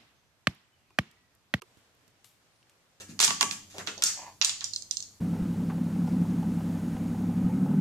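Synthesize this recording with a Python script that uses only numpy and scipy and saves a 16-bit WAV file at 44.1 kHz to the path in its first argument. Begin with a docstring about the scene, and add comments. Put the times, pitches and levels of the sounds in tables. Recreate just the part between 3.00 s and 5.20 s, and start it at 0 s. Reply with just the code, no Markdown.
"""Plastic trays beside a conveyor

Hard plastic trays clack, rattle and settle with small ticks in a workshop, close to a two-port microphone.
Each contact is a short coloured noise burst; some set the frame, a rail or a panel ringing as decaying sines.
Dull bumps are resonant noise; a soft scrape and fine rattle are made of many tiny stick-slip clicks.
The room answers for roughly half a second, over a low mains hum and faint air noise."""
import sys
import numpy as np
from scipy import signal
from scipy.fft import rfft, irfft
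from scipy.io import wavfile

SR = 44100
rng = np.random.default_rng(int(sys.argv[2]) if len(sys.argv) > 2 else 0)


def output_pcm(signal):
    """Save a mono or channel-first signal as 16-bit PCM at the path in sys.argv[1].

    Samples are clipped to [-1, 1] before scaling.
    """
    pcm = np.clip(np.atleast_2d(signal).T, -1, 1) * 32767
    wavfile.write(sys.argv[1], SR, np.round(pcm).astype(np.int16))


N = 97020  # samples
T = np.arange(N) / SR  # s

# colour of tray on tray: (frequency [Hz], relative level [dB])
TRAY_COLOUR = [(88, -38), (150, 0.5), (229, -7.5), (350, -21), (401, 1), (515, -21), (578, -9.5),
               (1090, -4.5), (1670, -3.5), (2360, -3.5), (6810, -1), (15000, -22)]
CLACK_DECAY_S = 0.017


def undb(db):
    """Decibels to gain."""
    return 10 ** (np.asarray(db) / 20)


def unit(x):
    """Scale to an energy of one."""
    return x / np.sqrt(np.sum(x ** 2) + 1e-20)


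def blow(x, db):
    """Scale a short burst so that its energy equals that level held for 4 ms."""
    return unit(x) * undb(db) * np.sqrt(.004 * SR)


def fade(t60, size=N):
    """Exponential decay by 60 dB in t60 seconds."""
    return np.exp(-np.log(1000) * T[:size] / max(t60, 1e-4))


def lookup(points, hz):
    """Read a table on a log-frequency axis."""
    f, v = np.array(points).T
    return np.interp(np.log(np.maximum(hz, 1)), np.log(f), v)


def band(x, lo, hi, order=2):
    """Band-pass."""
    return signal.sosfilt(signal.butter(order, [lo, min(hi, SR / 2 - 1)], "band", fs=SR, output="sos"), x)


def colour(x, points):
    """Causal (minimum-phase) filter with the response of a (frequency [Hz], level [dB]) table."""
    n = x.shape[-1]
    gain = undb(lookup(points, np.fft.rfftfreq(n, 1 / SR)))
    # folding the cepstrum gives the minimum phase
    cepstrum = irfft(np.log(gain), n)
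    cepstrum[1:n // 2] *= 2
    cepstrum[n // 2 + 1:] = 0
    return irfft(rfft(x) * np.exp(rfft(cepstrum)), n)


def noise(size=N):
    """White noise."""
    return rng.standard_normal(size)


def diffuse():
    """Stereo noise, alike in the bass and unrelated in the treble."""
    hz = np.fft.rfftfreq(N, 1 / SR)
    likeness = .92 / (1 + (hz / 1200) ** 2)
    mid = irfft(rfft(noise()) * np.sqrt(1 + likeness), N)
    side = irfft(rfft(noise()) * np.sqrt(1 - likeness), N)
    return np.array([mid + side, mid - side]) / np.sqrt(2)


def add(out, x, s):
    """Mix a sound in at a time."""
    i = max(int(s * SR), 0)
    n = min(x.shape[-1], N - i)
    out[..., i:i + n] += x[..., :n]


def ports(x, pan_db):
    """Two microphone ports: the left hears first, and each hears scatter from nearby surfaces."""
    lag_s, scatter_db, scatter_t60_s = .00015, -3.5, 0.0092
    late = np.r_[np.zeros(int(lag_s * SR + .5)), x][:len(x)]
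    pair = []
    for direct in (x, late):
        surfaces = unit(noise(size=256) * fade(scatter_t60_s, size=256))
        scatter = signal.fftconvolve(direct, surfaces)[:len(x)]
        pair.append(unit(direct + undb(scatter_db) * scatter))
    balance = undb(np.array([[pan_db], [-pan_db]]) / 2)
    return np.array(pair) * np.linalg.norm(x) * balance


def snap(decay_s):
    """A burst of a few milliseconds: noise flattened to an even spectrum, then faded."""
    spectrum = rfft(noise(size=2048) * fade(decay_s, size=2048))
    flat = irfft(spectrum / (np.abs(spectrum) + 1e-12), 2048)
    return flat * fade(2 * decay_s, size=2048)


def catches():
    """Stick-slip clicks at random moments, of uneven size and either sign."""
    per_s, spread_db = 700, 3
    excess = np.minimum(rng.exponential(size=N), np.pi)
    sizes = np.sign(noise()) * undb(spread_db * excess)
    return (rng.random(N) < per_s / SR) * sizes


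def ringing(modes):
    """Decaying modes of a struck part, each starting in a random phase."""
    x = np.zeros(N)
    for hz, db, t60 in modes:
        x += undb(db) * fade(t60) * np.sin(2 * np.pi * (hz * T + rng.random()))
    return x


def air():
    """Steady, faint air noise, as diffuse noise with a fixed colour."""
    # (frequency [Hz], relative level [dB])
    air_colour = [(25,-0.5), (50,-7.5), (98,6), (130,1.5), (230,-4), (700,-8), (3000,-16), (10000,-13),
                  (15000,-17.5)]
    x = colour(diffuse(), air_colour)
    return x / x.std() * undb(-61.5)


def hum():
    """Mains hum: sines that waver in level and phase while they slowly recede."""
    # hum partials: (frequency [Hz], level at 1 s, before the waver [dB])
    partials = [(98, -66.5), (199.5, -70.5), (300.5, -73.5)]
    waver_db, fall_db_per_s = 2.8, 5.5
    out = np.zeros(N)
    for hz, db in partials:
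        swell, drift = band(noise(), 2, 14), band(noise(), 2, 14)
        level = db + waver_db * swell / swell.std() - fall_db_per_s * (T - 1)
        phase = 2 * np.pi * hz * T + .5 * drift / drift.std()
        out += np.sqrt(2) * undb(level) * np.sin(phase)
    return out


def workshop(send):
    """Ringing frame, close reflections, and a tail whose decay time depends on frequency."""
    # reverberation: (frequency [Hz], t60 [s])
    room_t60 = [(150, 1), (500, 0.4), (1500, 0.38), (4000, 0.59), (7000, 0.41), (13000, 0.27)]
    # colour of the tail: (frequency [Hz], relative level [dB])
    room_colour = [(150, 4.5), (500, 0.5), (1500, 2.5), (4000, -4.5), (7000, 4)]
    # low mode of the frame: (frequency [Hz], relative level before halving [dB], t60 [s])
    frame_modes = [(385.4, -29, 0.17)]
    early_db, early_t60_s, onset_s = 0, 0.14, 0.0023
    edges, field = np.geomspace(80, 18000, 13), diffuse()
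    tail = np.zeros((2, N))
    for lo, hi in zip(edges, edges[1:]):
        tail += band(field, lo, hi, order=3) * fade(lookup(room_t60, np.sqrt(lo * hi)))
    early = unit(diffuse() * fade(early_t60_s))
    response = unit(colour(tail, room_colour)) + undb(early_db) * early
    for hz, db, t60 in frame_modes:
        response += undb(db) * unit(ringing([(hz, 0, t60)])) / 2
    response *= np.sqrt(2) * (1 - np.exp(-T / onset_s))
    return signal.fftconvolve(send[None], response, axes=1)[:, :N]


def bumps():
    """Soft heavy contacts: noise in a broad resonance that swells quickly and dies away."""
    # dull bumps: (time [s], level before attack and decay [dB], centre [Hz], t60 [s])
    contacts = [(0.002, -51, 418, 0.21), (0.089, -43.5, 179, 0.44), (0.275, -42, 184, 0.49),
                (0.415, -40.5, 190, 0.43), (0.742, -47, 470, 0.42), (0.765, -43.5, 520, 0.26),
                (0.783, -48, 137, 0.43), (0.794, -38.5, 1400, 0.2), (0.874, -43, 380, 0.3),
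                (0.875, -35.5, 1600, 0.13), (0.975, -47.5, 516, 0.36), (1.025, -51, 176, 0.21),
                (1.612, -44.5, 1460, 0.21)]
    attack_s, width = 0.0031, 1.463  # width: ratio of band edge to centre
    out = np.zeros((2, N))
    for s, db, hz, t60 in contacts:
        x = band(diffuse(), hz / width, hz * width)
        envelope = fade(t60) * (1 - np.exp(-T / attack_s))
        add(out, x / x.std() * undb(db) * envelope, s)
    return out


def scrape():
    """Something slides a short way off: dense catches in a hollow resonance, smeared by reflections."""
    # (frequency [Hz], relative level [dB])
    scrape_colour = [(350,-11), (850,5), (1300,-9.5), (2300,-6.5), (5000,-25)]
    start_s, attack_s, length_s, release_s = 1.141, 0.053, 0.15, .2
    grain = signal.fftconvolve(catches()[None], diffuse() * fade(CLACK_DECAY_S), axes=1)[:, :N]
    x = band(colour(grain, scrape_colour), scrape_colour[0][0], SR / 2)
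    since = T - start_s
    rise = np.clip(since / attack_s, 0, 1)
    release = np.exp(-np.log(1000) * np.maximum(since - length_s, 0) / release_s)
    return x / x.std() * undb(-48) * rise * release


def rattle():
    """Plastic slips in many tiny catches, too light to move the low modes."""
    # spells of fine rattle: (time [s], length [s], level [dB])
    spells = [(0.0, 0.018, -47), (0.085, 0.028, -55), (0.202, 0.047, -31.5), (0.51, 0.017, -40),
              (0.699, 0.11, -56.5), (0.785, 0.015, -46.5), (0.865, 0.017, -45.5), (1.04, 0.063, -41),
              (1.43, 0.057, -44)]
    low_hz, room_db = 1090, 2
    x = np.zeros(N)
    for s, length, db in spells:
        clicks = catches()[:8192] * (T[:8192] < length)
        spell = band(colour(clicks, TRAY_COLOUR), low_hz, SR / 2)
        add(x, unit(spell) * undb(db) * np.sqrt(length * SR), s)
    return ports(x, 0), x * undb(room_db)


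def metal(hits, modes):
    """A metal part rings on after each blow; the two ports share only part of its phase."""
    out = np.zeros((2, N))
    for s, db in hits:
        shared = ringing(modes)
        pair = [blow(shared + ringing(modes) / 2, db) for _ in range(2)]
        add(out, np.array(pair), s)
    return out


def panel():
    """Some blows reach a sheet-metal panel, which rings in a few modes."""
    # blows: (time [s], level [dB])
    hits = [(0.875,-36.5), (1.023,-33)]
    # (frequency [Hz], relative level [dB], t60 [s])
    modes = [(1384,1,0.24), (1454,-4,0.33), (2583,-2,.4)]
    return metal(hits, modes)


def guide_rail():
    """Some blows reach the steel guide rail, whose higher modes ring on."""
    # blows: (time [s], level [dB])
    hits = [(1.415,-24.5), (1.447,-26)]
    # (frequency [Hz], relative level [dB], t60 [s])
    modes = [(2653,-4,0.43), (3920,-4,0.52), (4600,-3.5,0.52), (5686,1,0.33), (6900,-0.5,0.32),
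             (6880,3.5,0.4)]
    return metal(hits, modes)


def knocks():
    """Some blows set the hollow frame ringing around a kilohertz, with a softened start."""
    # knocks on the frame: (time [s], level [dB])
    hits = [(0.2775,-29.5), (0.3065,-31), (0.409,-24), (0.429,-24)]
    # modes of the hollow frame: (frequency [Hz], relative level [dB], t60 [s])
    modes = [(886,2.5,0.055), (1007,5.5,0.049), (1133,2.5,0.17)]
    room_db = -8
    near, send = np.zeros((2, N)), np.zeros(N)
    for s, db in hits:
        x = blow(ringing(modes) * (1 - fade(0.013)), db)
        add(near, x, s)
        add(send, x * undb(room_db), s)
    return near, send


def ticks():
    """A plastic edge snaps free and rings very briefly; the room gets more of the snap."""
    # settling edges: (time [s], level before the offset [dB], centre [Hz], left over right [dB],
    # room send [dB])
    edges = [(0.9787, -33, 5500, -12, 0), (1.0588, -19, 6630, -3, 8), (1.4141, -17.5, 5690, -12, 1),
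             (1.4227, -14.5, 5670, -13.5, -13), (1.6428, -17.5, 7050, -8.5, -3),
             (1.735, -24, 6130, -14.5, -2.5), (1.7611, -16.5, 6000, -2.5, -8),
             (1.8223, -31.5, 6300, -15, -5.5), (1.9103, -18.5, 7180, -17.5, -3.5),
             (1.97, -20, 6160, -13, -4.5), (2.0041, -34, 6240, -25, -24), (2.0252, -25.5, 6700, 1, -5.5)]
    # resonances of an edge: (multiple of its centre, relative level [dB], t60 [s])
    edge_modes = [(.69, -6, 0.014), (.84, -3, 0.016), (1.0, 4.5, 0.0085), (1.18, -1.5, 0.012),
                  (1.35, -10, 0.0045)]
    # (frequency [Hz], relative level [dB])
    tick_colour = [(300, -20), (2500, -12.5), (4200, 8), (8000, 0), (12000, -17.5)]
    offset_db, crack_db, crack_decay_s, room_ring_db = -8.5, -4.5, 0.0041, -7
    near, send = np.zeros((2, N)), np.zeros(N)
    for s, db, hz, pan, wet in edges:
        ring = unit(ringing([(hz * k, g, t60) for k, g, t60 in edge_modes])[:2048])
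        crack = undb(crack_db) * unit(snap(crack_decay_s))
        direct = blow(colour(ring + crack, tick_colour), db + offset_db)
        add(near, ports(direct, pan), s)
        to_room = colour(undb(room_ring_db) * ring + crack, tick_colour)
        add(send, blow(to_room, db + offset_db + wet), s)
    return near, send


def crack_burst(decay_s, levels):
    """A short burst in the colour of the trays, weighted by band; more sizzle over body is brighter."""
    # crack, thump, body and sizzle bands: (low edge [Hz], high edge [Hz])
    bands = [(3200, 9000), (200, 700), (700, 3200), (9000, 14500)]
    offset_db, hardness = -4.5, 0.47  # hardness: dB per octave for each dB of sizzle over body
    _, _, body, sizzle = levels
    tilt = hardness * (sizzle - body)
    pivot_hz = bands[0][0]  # the tilt acts above this
    tilted = [(hz, db + tilt * np.log2(max(hz, pivot_hz) / pivot_hz)) for hz, db in TRAY_COLOUR]
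    burst = colour(snap(decay_s), tilted)
    return sum(blow(band(burst, lo, hi, order=3), db + offset_db) for (lo, hi), db in zip(bands, levels))


def clacks():
    """Tray against tray: a crack of a few milliseconds, with its own weight of thump, body and sizzle."""
    # tray contacts: (time [s], crack [dB], thump [dB], body [dB], sizzle [dB], left over right [dB],
    # room send [dB]); the four band levels are before their offsets
    contacts = [(0.1911,-26,-53,-32,-39.5,-14,-2), (0.2016,-12.5,-36.5,-22,-23.5,-3,-1.5),
                (0.210,-18,-43,-36,-26,2,-4), (0.215,-23,-55,-27.5,-27.5,-16,-1),
                (0.2267,-15,-33,-22,-32,-5,0.5), (0.238,-13.5,-41,-34,-35,-3,-4),
                (0.244,-15,-62,-30,-24.5,-9,0.5), (0.2488,-17,-68,-34,-29,-14.5,-4),
                (0.278,-20.5,-54,-28.5,-44,-9,0), (0.3054,-22.5,-36,-22,-52,-8,-4),
                (0.4094,-14.5,-35,-23.5,-27.5,-12,-2), (0.412,-23,-33.5,-20.5,-29,7.5,0),
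                (0.4272,-17,-30.5,-18,-28.5,-8.5,-13), (0.5105,-25.5,-49,-33,-46,-12.5,-5),
                (0.7819,-33,-32.5,-36,-45,-2,-4), (0.8725,-28.5,-45.5,-32.5,-57,-14.5,4.5),
                (1.022,-18.5,-36.5,-25,-28.5,-3.5,-4.5), (1.0371,-11,-84,-38,-20,-0.5,-5),
                (1.4142,-17.5,-58,-25,-67,-10,0), (1.447,-13,-77,-33,-28,-6.5,-3),
                (1.4942,-24,-77,-36.5,-52,-14.5,1), (1.6079,-31.5,-90,-62,-86,-11,2)]
    skirt_db, send_decay_s = -1.5, 0.005  # offset of the bands around the crack; burst into the room
    near, send = np.zeros((2, N)), np.zeros(N)
    for s, crack, thump, body, sizzle, pan, wet in contacts:
        levels = [crack, thump + skirt_db, body + skirt_db, sizzle + skirt_db]
        add(near, ports(crack_burst(CLACK_DECAY_S, levels), pan), s)
        add(send, crack_burst(send_decay_s, levels) * undb(wet), s)
    return near, send


def scene():
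    """All contacts, direct and through the room, over the hum and air of the workshop."""
    background = air() + hum()
    soft = bumps() + scrape()
    rings = panel() + guide_rail()
    near, send = (sum(part) for part in zip(rattle(), knocks(), ticks(), clacks()))
    return background + workshop(send) + soft + rings + near


def record(dry):
    """The recorder limits at full scale and cuts the top above 14.7 kHz."""
    low_pass = signal.ellip(8, .2, 70, 14700, fs=SR, output="sos")
    return signal.sosfilt(low_pass, np.clip(dry, -1, 1))


dry = scene()
out = record(dry)
output_pcm(out)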